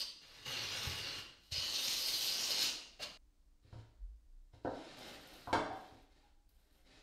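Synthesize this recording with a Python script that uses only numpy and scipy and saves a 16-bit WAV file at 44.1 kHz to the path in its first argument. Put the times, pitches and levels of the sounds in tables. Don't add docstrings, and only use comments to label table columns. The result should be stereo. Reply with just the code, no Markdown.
import sys
import numpy as np
from scipy import signal
from scipy.fft import rfft, irfft, next_fast_len
from scipy.io import wavfile
from scipy.ndimage import uniform_filter1d, map_coordinates

SR = 44100
rng = np.random.default_rng(int(sys.argv[2]) if len(sys.argv) > 2 else 0)


def dump_mix(stems):
    frames = np.atleast_2d(stems).T
    limited = np.clip(frames, -1, 1)
    pcm = np.round(limited * 32767).astype(np.int16)
    wavfile.write(sys.argv[1], SR, pcm)


N = 309582
SCENE_CHANGE_S = 3.176

# (frequency [Hz], density [dB])
CUT_SPECTRUM = [(1200, -37), (2200, -14.5), (2900, -5.5), (3500, -6), (4300, -0.5), (5000, -4), (6400, -9),
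                (7600, -19.5), (9300, -18.5), (10400, -41), (14000, -52.5)]
# (frequency [Hz], density [dB])
CRACKLE_SPECTRUM = [(5000, -25), (9000, -2.5), (10400, -11.5), (11700, -2.5), (13000, -6), (14400, -4.5),
                    (15300, -30.5), (16000, -8.5)]
# (frequency [Hz], level [dB], t60 [s])
BENCH_MODES = [(61.8, -16, .5), (86.7, 3, 0.17), (110.7, -0.5, 0.37)]


def planing():
    # (start [s], end [s], level [dB], pressure change [dB])
    pulls = [(0.22, 0.45, -59.5, 2.5), (0.464, 1.195, -44.5, -4), (3.005, 3.036, -43, 3)]
    pushes = [(-0.4, 0.025, -41.5, 2.5), (1.38, 1.51, -68.5, 11), (1.524, 2.69, -39.5, 4)]
    # (gain at rest [dB], added at full speed [dB])
    pull_mix = [(-1, 2), (-6.5, 1), (-22, 6), (-4.5, -2.5)]
    push_mix = [(-1, 2), (-14.5, -1.5), (-23, 10.5), (-6, -7)]
    # (time [s], lift [dB], half length [s])
    tough_grain = [(0.0, 6.5, 0.015), (1.827, 2, 0.074), (2.09, 1.5, 0.039), (2.483, 3.5, 0.034),
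                   (2.616, 7, 0.043)]
    tough_share = [0.86, 0.55, 1.8, 0.19]
    # (frequency [Hz], density [dB])
    sole_spectrum = [(1200, -35), (2200, -11), (2800, -5.5), (3400, -2), (4200, -1), (5000, -5.5),
                     (6500, -10.5), (7600, -20), (9300, -24.5), (10400, -40), (14000, -49.5)]
    tough_db = sum(db * np.exp(-((clock() - s) / half_s) ** 2) for s, db, half_s in tough_grain)
    bite = amp(np.outer(tough_share, tough_db))
    pull = stroke(drive(pulls, pull_mix), sole_spectrum, blade_hz=2843, width_hz=160, snaps_per_s=12000,
                  judder_db=-1.83, patchy_db=2.6, tilt_db_oct=0, low_cut_hz=98, left_db=0.2)
    push = stroke(bite * drive(pushes, push_mix), CUT_SPECTRUM, blade_hz=2943, width_hz=350,
                  snaps_per_s=5000, judder_db=1.4, patchy_db=2.3, tilt_db_oct=-3.5, low_cut_hz=363,
                  left_db=1.1)
    return pull + push


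def stroke(gains, spectrum, blade_hz, width_hz, snaps_per_s, judder_db, patchy_db, tilt_db_oct,
           low_cut_hz, left_db):
    # (frequency [Hz], width [Hz], lift [dB])
    iron_peaks = [(4220, 84, 5), (4360, 110, -1), (4834, 350, 2.5), (5290, 300, -1), (5860, 1200, 0.5),
                  (6390, 99, 3)]
    # (frequency [Hz], density [dB])
    rasp_spectrum = [(30, -23.5), (100, 10), (190, -3), (300, -1.5), (500, -2.5), (750, -4), (1200, -2.5),
                     (2000, -1), (3000, -7.5), (6000, -50)]

    def iron_db(hz):
        peaks_db = sum(db / (1 + (2 * (hz - f) / width) ** 2) for f, width, db in iron_peaks)
        return along(spectrum, hz) + peaks_db

    def blade_db(hz):
        return -10 * np.log10(1 + (2 * (hz - blade_hz) / width_hz) ** 4)

    def board_db(hz):
        cut_db = 10 * np.log10(1 + (low_cut_hz / (hz + 1)) ** 4)
        return along(rasp_spectrum, hz) + tilt_db_oct * np.log2(1 + hz / 200) - cut_db

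    hiss, rasp, crackle, chatter = gains * amp(judder_db * wobble(70))
    iron = hiss * unit(colour(patchy(grains(snaps_per_s, spread_db=5), patchy_db), iron_db))
    blade = chatter * unit(colour(grains(snaps_per_s, spread_db=7), blade_db))
    wood = rasp * unit(colour(grains(3000, spread_db=1), board_db))
    shaving = crackle * shaped(patchy(grains(1500, spread_db=1), patchy_db), CRACKLE_SPECTRUM)
    return (pan(workshop(amp(3.5) * iron + amp(1.5) * blade, wet_db=8, places=4), left_db)
            + workshop(amp(4.5) * wood, wet_db=9, places=2)
            + pan(workshop(amp(6) * shaving, wet_db=6.5, places=2), left_db=5))


def drive(strokes, mix):
    moves = [movement(*row, attack_s=0.016, release_s=0.015) for row in strokes]
    return np.array([sum(pressure * amp(rest_db + speed_db * speed) for pressure, speed in moves)
                     for rest_db, speed_db in mix])


def movement(start_s, end_s, db, change_db, attack_s, release_s):
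    t = clock()
    progress = np.clip((t - start_s) / (end_s - start_s), 0, 1)
    contact = np.clip(1 + np.minimum((t - start_s) / attack_s, (end_s - t) / release_s), 0, 1)
    return contact * amp(db + change_db * (progress - 0.5)), np.sin(np.pi * progress) ** 2


def plane_bumps():
    # (time [s], thud [dB], clack [dB], scratch [dB])
    bumps = [(0.87, -30.5, -49, -62), (0.943, -41, -62, -67), (1.52, -37.5, -47, -31.5),
             (1.58, -39.5, -70, -58), (2.996, -58, -32.5, -55), (3.02, -59, -46, -35)]
    # (frequency [Hz], level [dB], t60 [s])
    clack_modes = [(545, 0, 0.05), (600, 5, 0.06), (665, 0, 0.06), (740, -2, 0.06)]
    t = np.arange(SR) / SR
    thuds, clacks, scratches = np.zeros((2, N)), np.zeros((2, N)), np.zeros(N)
    damping = amp(-190 * t)
    scratch_envelope = np.exp(-t / 0.017) * (1 - np.exp(-t / 0.0081))
    for s, thud_db, clack_db, scratch_db in bumps:
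        add(thuds, s, amp(thud_db) * damping * ring(BENCH_MODES, attack_s=0.0063, lag_s=0.00026))
        add(clacks, s, amp(clack_db) * ring(clack_modes, attack_s=0.0045, lag_s=0.0002))
        scratch = shaped(rng.standard_normal(SR), CUT_SPECTRUM) * scratch_envelope
        add(scratches, s, amp(scratch_db) * scratch)
    return (workshop(thuds, wet_db=-2) + workshop(clacks, wet_db=10.5)
            + pan(workshop(scratches, wet_db=-2.5), left_db=0.5))


def board_knocks():
    # (time [s], wood [dB], contact resonance [Hz], Q [1], bench thud [dB])
    blows = [(3.647, -70, 363, 3.4, -57), (3.727, -50, 950, 0.33, -46.5), (3.756, -62, 1000, 0.53, -43.5),
             (4.534, -56.5, 683, 0.47, -53), (4.648, -31, 800, 0.51, -43.5), (4.653, -51, 1400, 4.3, -57),
             (4.668, -39, 521, 3, -74), (5.473, -47.5, 1026, 5.3, -47.5), (5.529, -26.5, 4200, 0.62, -40),
             (5.549, -33.5, 1250, 1.8, -51.5), (5.70, -54, 760, 13, -54), (5.92, -53, 386, 0.71, -58),
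             (6.228, -85.5, 825, 64, -98)]
    # (frequency [Hz], level [dB], uncapped t60 [s])
    board_modes = [(244.2, -4, 0.35), (276.4, 0, 0.65), (299, -5.5, 0.7), (334.5, -4, 0.67),
                   (435, -3.5, 0.61), (521, 4.5, 0.3), (577, -5, 0.95), (641, -4, 0.62), (716, 9, 0.16),
                   (768, -5.5, 0.79), (926, 4, 0.58), (976, -2, 0.78), (1000, 0, 0.51), (1093, -9.5, 0.63),
                   (1360, -4.5, 0.86), (1430, -8.5, 0.58), (1597, -9.5, 0.45), (1630, -5.5, 0.58),
                   (2010, -25, 0.55), (2410, -20.5, .3)]
    # (frequency [Hz], density [dB])
    slap_spectrum = [(60, -12.5), (180, -6.5), (260, 2.5), (700, -0.5), (1100, -5), (1600, -4), (1900, -9),
                     (2700, -15.5), (4200, -8.5), (5500, -14), (7500, -16.5), (10000, -21), (15000, -31.5)]
    t = np.arange(SR) / SR
    direct, slaps = np.zeros((2, N)), np.zeros(N)
    for s, db, contact_hz, q, thud_db in blows:
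        def contact_db(hz):
            ratio = hz / contact_hz
            return -10 * np.log10((1 - ratio ** 2) ** 2 + (ratio / q) ** 2)

        slap = shaped(rng.standard_normal(SR), slap_spectrum) * np.exp(-t / 0.0075)
        add(slaps, s, amp(db + 9.5) * colour(slap, contact_db))
        first_wave = shaped(rng.standard_normal((2, SR)), slap_spectrum) * np.exp(-t / 0.0041)
        add(direct, s, amp(db - 2) * spread(colour(first_wave, contact_db)))
        board = ring(board_modes, attack_s=0.0014, lag_s=0.00021)
        add(direct, s, amp(db - 1) * colour(board, contact_db))
        add(direct, s, amp(thud_db) * ring(BENCH_MODES, attack_s=0.0037, lag_s=0.00023))
    return direct + workshop(slaps, wet_db=15)


def sliding():
    # (start [s], end [s], level [dB], pressure change [dB], grit offset [dB])
    slides = [(3.634, 3.727, -87, 1, -14), (3.735, 3.834, -80.5, -4.5, -20), (4.542, 4.62, -86.5, -17, -27),
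              (4.648, 4.946, -70.5, 9.5, -18), (4.973, 5.146, -64, -2.5, -0.5), (5.157, 5.524, -71, -3, 3),
              (5.73, 6.036, -78.5, -8.5, -3), (6.114, 6.294, -85.5, -6, -5), (6.493, 6.701, -92, 5, 8),
              (6.717, 6.805, -86, 3.5, 9), (6.857, 6.992, -75, 4, -21)]
    # (frequency [Hz], density [dB])
    rub_spectrum = [(47, -63), (80, -22), (111, -4), (179, -12), (287, -3.5), (367, -8), (654, -8.5),
                    (771, -8.5), (1120, -16), (1400, -10.5), (2400, -14.5), (4010, -11.5), (11000, -35.5),
                    (14300, -58.5), (22000, -120)]
    rub_gain, grit_gain = np.zeros(N), np.zeros(N)
    judder, full_speed_db = amp(wobble(35)), 2
    for start_s, end_s, db, change_db, grit_db in slides:
        pressure, speed = movement(start_s, end_s, db, change_db, attack_s=0.02, release_s=0.025)
        friction = pressure * amp(full_speed_db * speed) * judder
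        rub_gain += friction
        grit_gain += amp(grit_db) * friction
    rub = amp(13.5) * rub_gain * shaped(grains(5000, spread_db=1.5), rub_spectrum)
    grit = amp(-1) * grit_gain * shaped(grains(700, spread_db=6.5), CRACKLE_SPECTRUM)
    return pan(workshop(rub, wet_db=7, places=2), left_db=-0.6) + workshop(grit, wet_db=7.5)


def splinters():
    # (time [s], level [dB])
    catches = [(4.9644, -72), (5.3344, -45), (5.7713, -61), (5.8744, -62), (6.4906, -56.5)]
    # (frequency [Hz], density [dB])
    tick_spectrum = [(1500, -25), (4000, 3), (8000, -10), (12500, 1), (15500, -6)]
    t, ticks = np.arange(SR // 20) / SR, np.zeros(N)
    for s, db in catches:
        tick = shaped(rng.standard_normal(len(t)), tick_spectrum) * np.exp(-t / 0.0045)
        add(ticks, s, amp(db - 5.5) * tick)
    return workshop(ticks, wet_db=6)


def background():
    # (frequency [Hz], density [dB])
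    air_spectrum = [(150, 0), (260, -1), (400, -6), (1200, -13), (2600, -17), (4500, -15), (8500, -18),
                    (10500, -23), (15500, -25)]
    rumble_spectrum = [(10, -24), (22, -2), (32, 1.5), (45, -8), (58, -1.5), (75, -14), (100, -23.5),
                       (200, -51.5), (600, -120)]
    # (first scene [dB], second scene [dB])
    air_db = [-75, -79.5]
    rumble_db = [-70.5, -68.5]
    # (time [s], frequency [Hz], level [dB], half length [s])
    swells = [(4.049, 45.5, -39.5, 0.031), (4.097, 53.5, -49.5, 0.078), (4.363, 30, -53, 0.096)]
    t = clock()

    def noise(spectrum, levels_db):
        gain = amp(np.where(t < SCENE_CHANGE_S, *levels_db))
        return gain * unit(spread(shaped(rng.standard_normal((2, N)), spectrum)))

    air, rumble = noise(air_spectrum, air_db), noise(rumble_spectrum, rumble_db)
    hum_hz, hum_db, waver_rad = 300, -86.5, 1.2
    hum = amp(hum_db + 2 * wobble(14)) * np.sin(2 * np.pi * hum_hz * t + waver_rad * wobble(25))
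    booms = sum(amp(db) * np.exp(-((t - s) / half_s) ** 2) * np.sin(2 * np.pi * hz * (t - s))
                for s, hz, db, half_s in swells)
    return air + hum + pan(rumble + booms, left_db=3)


def workshop(x, wet_db, places=1):
    x, wet = np.atleast_2d(x), np.zeros((2, N))
    end = np.flatnonzero(abs(x[0]) > 1e-7)[-1]
    place = np.arange(end) // (SR // 8) % places
    for k in range(places):
        add(wet, 0, signal.fftconvolve(x[:, :end] * (place == k), echo(), axes=1))
    return (x + amp(wet_db) * wet) / np.hypot(1, amp(wet_db))


def echo():
    # (frequency [Hz], t60 [s])
    room_decay = [(80, 0.77), (300, .85), (1000, 0.7), (2900, 0.64), (4500, 0.59), (8000, 0.54),
                  (14000, 0.3)]
    hz, t, noise = signal.stft(rng.standard_normal((2, SR)), SR, nperseg=256)
    t60_s = along(room_decay, hz)[:, None]
    near_walls = 1 + 0.65 * np.exp(-t / 0.011)
    decaying = noise * near_walls * amp(-60 * t / t60_s) / np.sqrt(t60_s)
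    tail = spread(signal.istft(decaying, SR, nperseg=256)[1])
    return tail / np.linalg.norm(tail, axis=1, keepdims=True)


def ring(modes, attack_s, lag_s):
    t = np.arange(SR) / SR
    hz, db, t60_s = np.transpose(modes)[:, :, None, None]
    delay_s = lag_s * rng.standard_normal((len(modes), 2, 1))
    size = amp(db + rng.standard_normal(db.shape))
    decay = amp(-60 * t / np.minimum(t60_s, 0.62))
    waves = size * decay * np.sin(2 * np.pi * hz * (t - delay_s))
    return waves.sum(0) * (1 - np.exp(-t / attack_s)) / np.sqrt(np.sum(size ** 2) / 2)


def grains(per_s, spread_db):
    snaps = rng.random(N) < per_s / SR
    return snaps * rng.standard_normal(N) * amp(spread_db * rng.standard_normal(N))


def patchy(x, depth_db):
    frames = signal.stft(x, nperseg=512)[2]
    field = uniform_filter1d(rng.standard_normal(frames.shape), size=9, axis=0)
    field = uniform_filter1d(field, size=10, axis=1)
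    return signal.istft(frames * amp(depth_db * unit(field)), nperseg=512)[1][:N]


def wobble(knots_per_s):
    knots = rng.standard_normal(int(N * knots_per_s / SR) + 4)
    return map_coordinates(knots, [clock() * knots_per_s], order=1)


def colour(x, gain_db):
    n = x.shape[-1]
    m = 2 * next_fast_len(n // 2 + 4096)
    cepstrum = irfft(np.log(amp(gain_db(np.fft.rfftfreq(m, 1 / SR))) + 1e-6))
    cepstrum[1:m // 2] *= 2
    cepstrum[m // 2 + 1:] = 0
    return irfft(rfft(x, m) * np.exp(rfft(cepstrum)), m)[..., :n]


def shaped(x, spectrum):
    return unit(colour(x, lambda hz: along(spectrum, hz)))


def spread(pair):
    side_gain = [(120, -17), (220, -11), (450, -2), (900, 1), (3000, 2)]  # (frequency [Hz], gain [dB])
    side = colour(pair[1], lambda hz: along(side_gain, hz))
    return np.array([pair[0] + side, pair[0] - side])


def pan(x, left_db):
    return x * amp([[left_db / 2], [-left_db / 2]])


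def add(track, start_s, x):
    part = track[..., round(start_s * SR):][..., :x.shape[-1]]
    part += x[..., :part.shape[-1]]


def along(points, hz):
    knots_hz, values = np.transpose(points)
    return np.interp(np.log(hz + 1), np.log(knots_hz), values)


def amp(db):
    return 10 ** (np.asarray(db) / 20)


def unit(x):
    return x / np.sqrt(np.mean(x ** 2) + 1e-20)


def clock():
    return np.arange(N) / SR


def scene():
    first_scene = np.clip((SCENE_CHANGE_S - clock()) / 0.0023, 0, 1)
    plane = first_scene * (planing() + plane_bumps())
    return plane + board_knocks() + sliding() + splinters() + background()


def record(dry):
    top_hz = 15730
    m = next_fast_len(N + SR // 2)
    return irfft(rfft(dry, m) * (np.fft.rfftfreq(m, 1 / SR) < top_hz), m)[:, :N]


dry = scene()
out = record(dry)
dump_mix(out)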